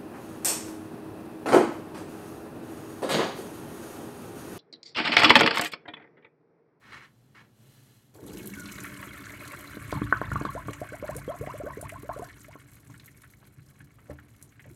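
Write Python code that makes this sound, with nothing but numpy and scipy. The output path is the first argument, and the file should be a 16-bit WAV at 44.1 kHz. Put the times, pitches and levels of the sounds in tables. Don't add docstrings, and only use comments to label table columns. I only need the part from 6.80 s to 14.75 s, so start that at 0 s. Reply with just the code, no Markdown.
import sys
import numpy as np
from scipy import signal
from scipy.fft import rfft, irfft
from scipy.io import wavfile
from scipy.ndimage import uniform_filter1d

SR = 44100
rng = np.random.default_rng(int(sys.argv[2]) if len(sys.argv) > 2 else 0)


def store_pcm(level_fs):
    pcm = np.round(np.clip(level_fs, -1, 1) * 32767).astype(np.int16)
    wavfile.write(sys.argv[1], SR, np.atleast_2d(pcm).T)


N = 350595


def undb(db):
    return 10 ** (np.asarray(db) / 20)


def unit(x):
    return x / np.sqrt(np.mean(x ** 2) + 1e-20)


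def even(x, window_s=.12):
    power = uniform_filter1d(x ** 2, int(window_s * SR))
    return x / np.sqrt(np.abs(power) + 1e-20)


def add(out, start_s, sound):
    i = int(np.clip(start_s * SR, 0, N))
    out[i:i + len(sound)] += sound[:N - i]


def clock(length_s):
    return np.arange(max(int(length_s * SR), 8)) / SR


def fade(t, t60):
    return np.exp(-np.log(1000) * t / t60)


def swell(start_s, db, attack_s, hold_s, t60):
    t = np.arange(N) / SR - start_s
    return undb(db) * np.clip(t / attack_s, 0, 1) * fade(np.maximum(t - attack_s - hold_s, 0), t60)


def track(table):
    s, value = np.transpose(table)[:2]
    return np.interp(np.arange(N) / SR, s, value)


def gain(table):
    s, db = np.transpose(table)
    return undb(np.interp(np.arange(N) / SR, s, db, left=-200))


def walk(rate_hz):
    k = int(SR / rate_hz)
    steps = np.repeat(rng.standard_normal(N // k + 1), k)
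    return np.sqrt(2) * uniform_filter1d(steps, k)[:N]


def colour(x, points):
    hz, db = np.transpose(points)
    grid_hz = np.linspace(1, SR / 2, 2049)
    response_db = np.interp(np.log(grid_hz), np.log(hz), db)
    cepstrum = irfft(np.log(undb(response_db)))
    half = len(cepstrum) // 2
    cepstrum[1:half] *= 2
    cepstrum[half + 1:] = 0
    impulse = irfft(np.exp(rfft(cepstrum)))
    return signal.fftconvolve(x, impulse)[:len(x)]


def resonate(x, hz, width_hz):
    return signal.lfilter(*signal.iirpeak(hz, hz / width_hz, fs=SR), x)


def band(x, lo_hz, hi_hz, order=3):
    return signal.sosfilt(signal.butter(order, [lo_hz, hi_hz], "band", fs=SR, output="sos"), x)


def waver(hz, width_hz):
    smooth = signal.butter(2, width_hz / 2, fs=SR, output="sos")
    drive = signal.sosfilt(smooth, rng.standard_normal(N) + 1j * rng.standard_normal(N))
    carrier = np.exp(2j * np.pi * np.cumsum(hz * np.ones(N)) / SR)
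    return unit(np.real(drive * carrier))


def impacts(rate_hz, spread_db):
    sizes = undb(spread_db * np.minimum(rng.standard_exponential(N), 4))
    return (rng.random(N) < rate_hz / SR) * sizes


def patter(rate_hz, spread_db, t60):
    power = signal.lfilter([1], [1, -fade(2 / SR, t60)], impacts(rate_hz, spread_db) ** 2)
    envelope = np.sqrt(np.abs(uniform_filter1d(power, size=48)))
    return unit(envelope * rng.standard_normal(N))


def spatter(rate_hz, spread_db, t60):
    centres_hz = np.geomspace(3000, 14000, num=7)
    return unit(sum(resonate(patter(rate_hz, spread_db, t60), hz, hz / 4) for hz in centres_hz))


def bubbles(count, lo_hz, hi_hz, cycles, rise, spread_db):
    out = np.zeros(N)
    for when, size, life, strength in rng.random((count, 4)):
        hz = lo_hz * (hi_hz / lo_hz) ** size
        t60 = cycles * (.5 + life) / hz
        t = clock(t60)
        loud = undb(-spread_db * np.log(strength + 0.0095))
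        note = np.sin(2 * np.pi * hz * t * (1 + rise * t / t60))
        add(out, when * N / SR, loud * fade(t, t60) * note)
    return unit(out)


# freq_hz, gain_db
ROOM_COLOUR = [(30, -11.5), (80, -20), (118, 1), (145, -5), (170, -14), (210, -8), (300, -14.5),
               (550, -22.5), (2000, -35.5), (16000, -53.5)]
ROOM_DB = -60


def room_drone():
    return undb(ROOM_DB + walk(10)) * unit(colour(rng.standard_normal(N), ROOM_COLOUR))


# start_s, level_db, attack_s, hold_s
SCUFFS = [(0.001, -52.5, 0.075, 0.17), (0.115, -45.5, 0.023, 0.005), (0.542, -55, 0.012, 0.059)]
SCUFF_T60_S = 0.17
# freq_hz, gain_db
SHUFFLE_COLOUR = [(200, -15), (360, -9.5), (658, -22), (990, -7.5), (2200, -6), (2730, -14.5), (14000, -45)]
# freq_hz, gain_db
SPRAY_COLOUR = [(2000, -12.5), (3700, -3), (5000, -7.5), (6500, -1.5), (9600, -1), (10400, -4),
                (11500, 1.5), (13500, -3), (16000, -9.5)]


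def approach():
    scuff = unit(colour(patter(rate_hz=1100, spread_db=1, t60=0.025), SHUFFLE_COLOUR))
    steps = sum(swell(*row, SCUFF_T60_S) for row in SCUFFS)
    fizz = unit(colour(patter(rate_hz=4100, spread_db=1, t60=0.0043), SPRAY_COLOUR))
    simmer = unit(band(rng.standard_normal(N), 880, 4200, order=2))
    hot_pot = swell(0, db=-78.5, attack_s=0.0048, hold_s=0.98, t60=0.67)
    creep = swell(0.73, db=-69.5, attack_s=0.21, hold_s=0.23, t60=1.15)
    return steps * scuff + (hot_pot + creep) * (fizz + undb(-1.5) * simmer)


# freq_hz, width_hz, gain_db
BASIN = [(52.6, 8.8, 0.5), (90.5, 47, -0.5), (114.3, 19, 4), (141.7, 8.9, 3), (201.7, 13, -2.5),
         (245.3, 12, -8), (289.8, 7.6, 9), (349.7, 22, -1.5), (410, 83, -8.5)]


def basin(push):
    return sum((-1) ** k * undb(db) * resonate(push, hz, width) for k, (hz, width, db) in enumerate(BASIN))


# time_s, level_db
SUCTION = [(2.97, -49), (3.12, -35.5), (3.42, -39.5), (3.66, -34), (3.98, -49.5), (4.5, -43.5),
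           (5.0, -46.5), (5.33, -48), (5.53, -68)]
# start_s, level_db
CLUMPS = [(6.082, -47), (6.769, -53), (7.0, -50.5), (7.87, -51)]
CLUMP_ATTACK_S, CLUMP_HOLD_S, CLUMP_T60_S = 0.0098, 0.026, 0.26
POUR_S = 1.34
RUMBLE_DB, RUMBLE_LAW = -49.5, 0.6
DRUMMING_DB, DRUMMING_LAW = -45, 1.41
BARE_HZ, LOADED_HZ, LOADING_S = 410, 289, 0.22


def drumming(flow):
    low = even(band(basin(patter(rate_hz=130, spread_db=3, t60=0.0081)), 55, 150))
    rumble = undb(RUMBLE_DB) * flow ** RUMBLE_LAW * low
    high = even(band(basin(patter(rate_hz=190, spread_db=4, t60=0.006)), 177, 480))
    drum = undb(DRUMMING_DB) * flow ** DRUMMING_LAW * high
    shaking = band(basin(patter(rate_hz=300, spread_db=5.5, t60=0.0069)), 47, 170, order=2)
    gulps = gain(SUCTION) * even(shaking, window_s=0.45)
    landing = sum(swell(s, db, CLUMP_ATTACK_S, CLUMP_HOLD_S, CLUMP_T60_S) for s, db in CLUMPS)
    thuds = landing * even(band(basin(rng.standard_normal(N)), 77, 194, order=2))
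    age_s = np.maximum(np.arange(N) / SR - POUR_S, 0)
    note_hz = LOADED_HZ + (BARE_HZ - LOADED_HZ) * np.exp(-age_s / LOADING_S)
    upper = swell(POUR_S, db=-46, attack_s=0.12, hold_s=0.15, t60=0.9) * even(waver(note_hz, 150))
    lower = swell(1.377, db=-46, attack_s=0.28, hold_s=.1, t60=3.2) * even(waver(198, 37.2))
    return rumble + drum + gulps + thuds + upper + lower


# time_s, level_db
FLOW = [(1.34, -11.5), (1.41, -14), (1.47, -3.5), (2.03, -2), (2.25, -4.5), (2.95, -5), (3.25, -7.5),
        (5.65, -11), (5.9, -14.5), (6.35, -15.5), (6.6, -18)]
# time_s, depth_0_to_1
POOL = [(1.66, 0), (1.95, 0.57), (2.4, 0.8), (2.95, 0.68), (3.18, 1), (3.68, 0.9), (3.98, 0.79),
        (5.35, 0.53), (6.0, 0.28)]
# freq_hz, gain_db
SPLASH_COLOUR = [(400, -42), (580, -11), (820, -24), (1030, -4.5), (1300, -4.5), (1600, 0), (1780, -4.5),
                 (2250, 2), (2900, -13), (4800, -24), (8000, -40.5)]
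SPRAY_DB = -51
SPLASH_DB, SPLASH_DEPTH_DB = -55, 15.5


def stream():
    flow, depth = gain(FLOW), track(POOL)
    thin = track([(2.6, 0.78), (4.0, 1)])
    full, broken = np.sqrt(1 - thin), np.sqrt(thin)
    froth = bubbles(count=8000, lo_hz=480, hi_hz=4800, cycles=28, rise=.1, spread_db=3.7)
    slaps = patter(rate_hz=70, spread_db=3.8, t60=.036)
    churn = track([(3.2, .93), (5.3, .55), (5.7, .25)])
    churned = froth + .8 * patter(rate_hz=450, spread_db=3, t60=.018)
    wet = churn * churned + np.sqrt(1 - churn ** 2) * slaps
    rush = patter(rate_hz=900, spread_db=3.4, t60=.014)
    rush += .8 * spatter(rate_hz=250, spread_db=3.8, t60=.014)
    trickle = .8 * patter(rate_hz=140, spread_db=5, t60=.021)
    trickle += spatter(rate_hz=60, spread_db=4.6, t60=.025)
    mesh = full * rush + broken * trickle
    lumps = undb(walk(28))
    splash_gain = flow * undb(SPLASH_DB + SPLASH_DEPTH_DB * depth)
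    splash = splash_gain * lumps * even(colour(wet, SPLASH_COLOUR))
    spray = undb(SPRAY_DB) * flow * unit(lumps * colour(mesh, SPRAY_COLOUR))
    smack = unit(band(patter(rate_hz=440, spread_db=3.5, t60=0.013), 300, 960))
    smack *= swell(POUR_S, db=-58.5, attack_s=0.011, hold_s=0.34, t60=0.49)
    tinkle = bubbles(count=900, lo_hz=2600, hi_hz=4700, cycles=36, rise=.04, spread_db=4)
    foam = undb(-58.5 + 11 * depth) * flow * full * tinkle
    return drumming(flow) + smack + foam + splash + spray


# start_s, level_db, pitch_hz
DROPS = [(1.347, -54.5, 4560), (1.572, -38.5, 2870), (1.673, -32.5, 13800), (1.738, -42, 6500),
         (1.834, -46, 3300), (1.857, -37.5, 3770), (1.9196, -36.5, 6700), (2.0034, -35.5, 7060),
         (2.677, -40, 4220), (3.118, -35.5, 3770), (3.652, -39.5, 3570), (3.933, -37, 6750),
         (4.3652, -31, 9000), (5.013, -34.5, 9400), (5.093, -39.5, 9200), (6.198, -46.5, 4000),
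         (6.259, -41.5, 12600), (6.419, -48, 9400), (7.6255, -40, 9480)]


def drops():
    out, t = np.zeros(N), clock(0.039)
    for (s, db, hz), noise in zip(DROPS, rng.standard_normal((len(DROPS), len(t)))):
        broad = unit(resonate(colour(noise, SPRAY_COLOUR), hz, hz / 2))
        crack = unit(broad + 0.51 * unit(resonate(noise, hz, 500)))
        add(out, s, undb(db - 3) * crack * (fade(t, 0.014) + 0.18 * fade(t, 0.21)))
    return out


# start_s, level_db, centre_hz
SQUELCHES = [(1.591, -43, 2530), (1.7348, -37.5, 2080), (1.886, -38.5, 2470), (2.043, -33, 1920),
             (2.2262, -33.5, 1430), (2.7349, -34, 1260), (3.931, -35.5, 2300), (4.2794, -35.5, 1510),
             (4.662, -37, 2110), (5.092, -34, 2100), (5.495, -43, 1970), (5.7274, -46, 2200),
             (6.097, -48.5, 910), (6.1414, -46, 1610), (6.196, -52, 2150), (6.2777, -45, 2130),
             (6.435, -47, 1610), (6.627, -52, 986), (7.003, -45.5, 1680), (7.185, -51, 1290),
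             (7.303, -48, 1900), (7.3863, -44, 1530), (7.794, -44, 2036), (7.84, -50, 1940)]


def squelches():
    out, t = np.zeros(N), clock(0.09)
    settling = patter(rate_hz=300, spread_db=2, t60=.012)
    for (s, db, hz), noise in zip(SQUELCHES, rng.standard_normal((len(SQUELCHES), len(t)))):
        splutter = settling[int(s * SR):][:len(t)] * fade(t, 0.07)
        contact = noise * fade(t, 0.057) + 0.42 * splutter
        soft_start = 1 - fade(t, 0.0046)
        smack = band(resonate(contact * soft_start, hz, 390), 340, 2950)
        add(out, s, undb(db - 15.5) * unit(smack))
    return out


# time_s, pitch_hz
POT_NOTE = [(1.74, 1580), (1.83, 1422), (1.88, 1476)]


def pot():
    return swell(1.735, db=-49.5, attack_s=0.02, hold_s=0.065, t60=1.0) * waver(track(POT_NOTE), 65)


def offshoots(lo_hz, hi_hz, count):
    out, t = np.zeros(N), clock(.05)
    for when, size, strength in rng.random((count, 3)):
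        hz = lo_hz * (hi_hz / lo_hz) ** size
        tone = np.sin(2 * np.pi * hz * t * (1 + 5 * t))
        note = tone * fade(t, 45 / hz) * (1 - fade(t, .006))
        add(out, .008 + .06 * when, undb(-7 * when - 7 * strength) * note)
    return out[:len(clock(.12))]


# start_s, thump_db, thump_hz, ring_db, ring_hz, ring_t60_s
PLOPS = [(2.971, -31, 290, -38, 1490, 0.025), (3.127, -18, 560, -20, 1026, 0.021),
         (3.2187, -21.5, 218, -23, 1160, 0.01), (3.3255, -15.5, 686, -5, 1510, 0.023),
         (3.416, -15, 720, -18.5, 1090, 0.016), (3.517, -31, 493, -21.5, 1417, 0.038),
         (3.557, -30, 513, -19.5, 1090, 0.056), (3.614, -25, 274, -29, 686, 0.047),
         (3.6515, -25.5, 393, -19.5, 1090, 0.026), (3.667, -32.5, 250, -45, 1030, 0.034),
         (3.884, -27, 493, -27, 1150, 0.037), (5.293, -26, 610, -31, 1080, 0.055),
         (5.756, -37, 468, -41.5, 1065, 0.046)]
# freq_hz, gain_db
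DRAIN_COLOUR = [(300, 4.5), (490, -2), (675, 1), (820, -12), (930, -6.5), (1050, 3), (1230, 0),
                (1400, -1.5), (1540, 1), (1840, -2.5), (2200, -9)]


def plops():
    (thumps, rings, fizz), t = np.zeros((3, N)), clock(.12)
    lead_s = .005
    wobble = walk(220)
    for s, thump_db, thump_hz, ring_db, ring_hz, t60 in PLOPS:
        u = 2 * np.pi * thump_hz * (t - lead_s)
        add(thumps, s - lead_s, -undb(thump_db) * u * np.exp((1 - u ** 2) / 2))
        drift = 1 + t * (4 + 7 * wobble[int(s * SR):][:len(t)])
        phase = 2 * np.pi * ring_hz * np.cumsum(drift) / SR
        main = np.sin(phase) * fade(t, t60)
        sides = (np.sin(0.86 * phase) + np.sin(1.2 * phase)) * fade(t, t60 / 2)
        add(rings, s, undb(ring_db) * (0.93 * main + 0.42 * sides))
        add(rings, s, undb(min(ring_db - 7, -26)) * offshoots(800, 2000, count=6))
        add(fizz, s, undb(min(ring_db - 12, -36)) * offshoots(2600, 4400, count=3))
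    boom = undb(3) * basin(thumps)
    return colour(thumps + band(rings, 750, 1800), DRAIN_COLOUR) + boom + fizz


# start_s, pitch_hz, level_db
BUBBLES = [(3.142, 1130, -34), (3.17, 843, -35.5), (3.361, 1230, -31), (3.435, 990, -36),
           (3.688, 1060, -30), (3.776, 967, -28.5), (4.089, 1505, -38), (4.13, 1480, -37.5),
           (4.486, 3140, -49), (4.518, 985, -34), (4.701, 2700, -49), (4.861, 1466, -39), (4.889, 986, -38),
           (4.904, 967, -32.5), (4.933, 1860, -41), (5.157, 996, -34), (5.394, 967, -37.5),
           (7.906, 320, -47.5)]
BUBBLE_RISE_OCT_PER_S = 8.1
BUBBLE_ONSET_S, BUBBLE_T60_S = 0.0055, 0.054


def bloops():
    out, t = np.zeros(N), clock(.12)
    for s, hz, db in BUBBLES:
        age = t * np.sqrt(hz / 1000)
        onset = np.minimum(2 * age / BUBBLE_ONSET_S, 1)
        shape = onset * fade(np.maximum(age - BUBBLE_ONSET_S, 0), BUBBLE_T60_S)
        phase = 2 * np.pi * np.cumsum(hz * 2 ** (BUBBLE_RISE_OCT_PER_S * t)) / SR
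        add(out, s, undb(db) * shape * np.sin(phase))
    return out


# start_s, start_hz, length_s, level_db
GURGLES = [(3.751, 504, 0.037, -28.5), (3.891, 413, 0.023, -35), (4.016, 582, 0.029, -27.5),
           (4.122, 469, 0.047, -34.5), (4.226, 489, 0.041, -30), (4.291, 605, 0.042, -29),
           (4.355, 416, 0.056, -37), (4.479, 433, 0.044, -26.5), (4.541, 618, 0.024, -35),
           (4.611, 409, 0.04, -30), (4.673, 659, 0.044, -29), (4.7396, 470, 0.026, -34.5),
           (4.8, 518, 0.032, -33), (4.836, 369, 0.023, -31.5), (4.864, 510, 0.028, -30.5),
           (4.972, 407, 0.035, -35), (5.027, 654, 0.042, -34.5), (5.122, 562, 0.038, -38.5),
           (5.232, 398, 0.035, -40.5), (5.292, 682, 0.031, -25.5), (5.362, 484, 0.035, -36),
           (5.394, 391, 0.021, -34.5), (5.42, 623, 0.021, -31), (5.683, 584, 0.044, -45.5)]
GURGLE_RISE_OCT_PER_S = 22.5
GURGLE_SNAP_DB, GURGLE_TAIL_DB = -4.5, -14.5
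GURGLE_WET_DB, GURGLE_WET_T60_S = -16.5, 0.051
GURGLE_UPPER_DB, GURGLE_UPPER_T60_S = -12.5, 0.086


def gurgles():
    tones, sucks, tearing, shed = np.zeros((4, N))
    t = clock(.12)
    chances = rng.standard_normal((len(GURGLES), 2, 9))
    pockets = rng.random((len(GURGLES), 2))
    for (s, start_hz, length, db), chance, (size, delay) in zip(GURGLES, chances, pockets):
        age = t / length
        bend, flutter = (np.interp(age, np.linspace(0, 1, len(c)), c) for c in chance)
        pitch_hz = start_hz * 2 ** (GURGLE_RISE_OCT_PER_S * t + 0.09 * bend)
        phase = 2 * np.pi * np.cumsum(pitch_hz) / SR
        tail = undb(GURGLE_TAIL_DB) * np.clip(2 - age, 0, 1)
        body = np.clip((1 - age) / 0.28, 0, 1)
        shape = np.maximum(body, tail) * undb(-5.5 * age + 2.4 * flutter)
        snap = undb(GURGLE_SNAP_DB) * fade(t, 0.0021)
        add(tones, s, -undb(db) * (shape * np.sin(phase) + snap))
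        add(sucks, s, -undb(db) * np.sin(np.minimum(phase, np.pi)) ** 2)
        add(tearing, s, undb(db) * fade(t, GURGLE_WET_T60_S))
        upper = np.sin((1.7 + size / 2) * phase) * np.minimum(2 * age, 1) * fade(t, GURGLE_UPPER_T60_S)
        add(shed, s + delay * length, undb(db + GURGLE_UPPER_DB) * upper)
        add(shed, s, undb(db - 7) * offshoots(850, 2400, count=7))
    wet = unit(band(patter(rate_hz=760, spread_db=5.5, t60=0.0017), 460, 1300, order=2))
    splutter = undb(GURGLE_WET_DB) * tearing * wet
    singing = band(colour(tones + splutter, DRAIN_COLOUR) + 0.33 * sucks, 25, 1640, order=2)
    return singing + colour(shed, DRAIN_COLOUR) + basin(sucks)


# start_s, peak_db
KNOCKS = [(7.297, -31.5), (7.855, -44.5)]
# freq_hz, level_db, t60_s
KNOCK_MODES = [(77.3, -6.5, 0.36), (134, -9, 0.24), (294, -13, 0.48), (546, 8.5, 0.026)]
KNOCK_SCRAPE_DB = -13


def knocks():
    out, t = np.zeros(N), clock(0.5)
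    modes = sum(undb(db) * fade(t, t60) * np.sin(2 * np.pi * hz * t) for hz, db, t60 in KNOCK_MODES)
    blow = modes * (1 - fade(t, 0.026))
    scrape = even(band(rng.standard_normal(N), 180, 640, order=2))
    lead_s = .018
    for s, db in KNOCKS:
        add(out, s, undb(db) * blow / np.abs(blow).max())
        out += scrape * swell(s - lead_s, db + KNOCK_SCRAPE_DB, 2 * lead_s, 0, t60=0.11)
    return out


def kitchen(x, near_db, near_t60, room_db, room_t60):
    t = clock(.6)
    near, far = rng.standard_normal((2, len(t))) * (1 - fade(t, 0.032))
    near = band(near, 1500, 12300, order=2) * fade(t, near_t60)
    far = band(far, 87, 5200, order=1) * fade(t, room_t60)
    echo = undb(near_db) * near / np.linalg.norm(near) + undb(room_db) * far / np.linalg.norm(far)
    return x + signal.fftconvolve(x, echo)[:N]


def scene():
    sources = approach() + stream() + drops() + squelches() + pot()
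    sources += plops() + bloops() + gurgles() + knocks()
    wet = kitchen(sources, near_db=-7, near_t60=0.016, room_db=-19, room_t60=0.19)
    return (wet + room_drone())[None]


BASS_CUT_HZ, TOP_HZ = 38, 16000


def record(dry):
    lean = signal.sosfilt(signal.butter(4, BASS_CUT_HZ, "high", fs=SR, output="sos"), dry)
    return signal.sosfilt(signal.ellip(10, .2, 80, TOP_HZ, fs=SR, output="sos"), lean)


dry = scene()
out = record(dry)
store_pcm(out)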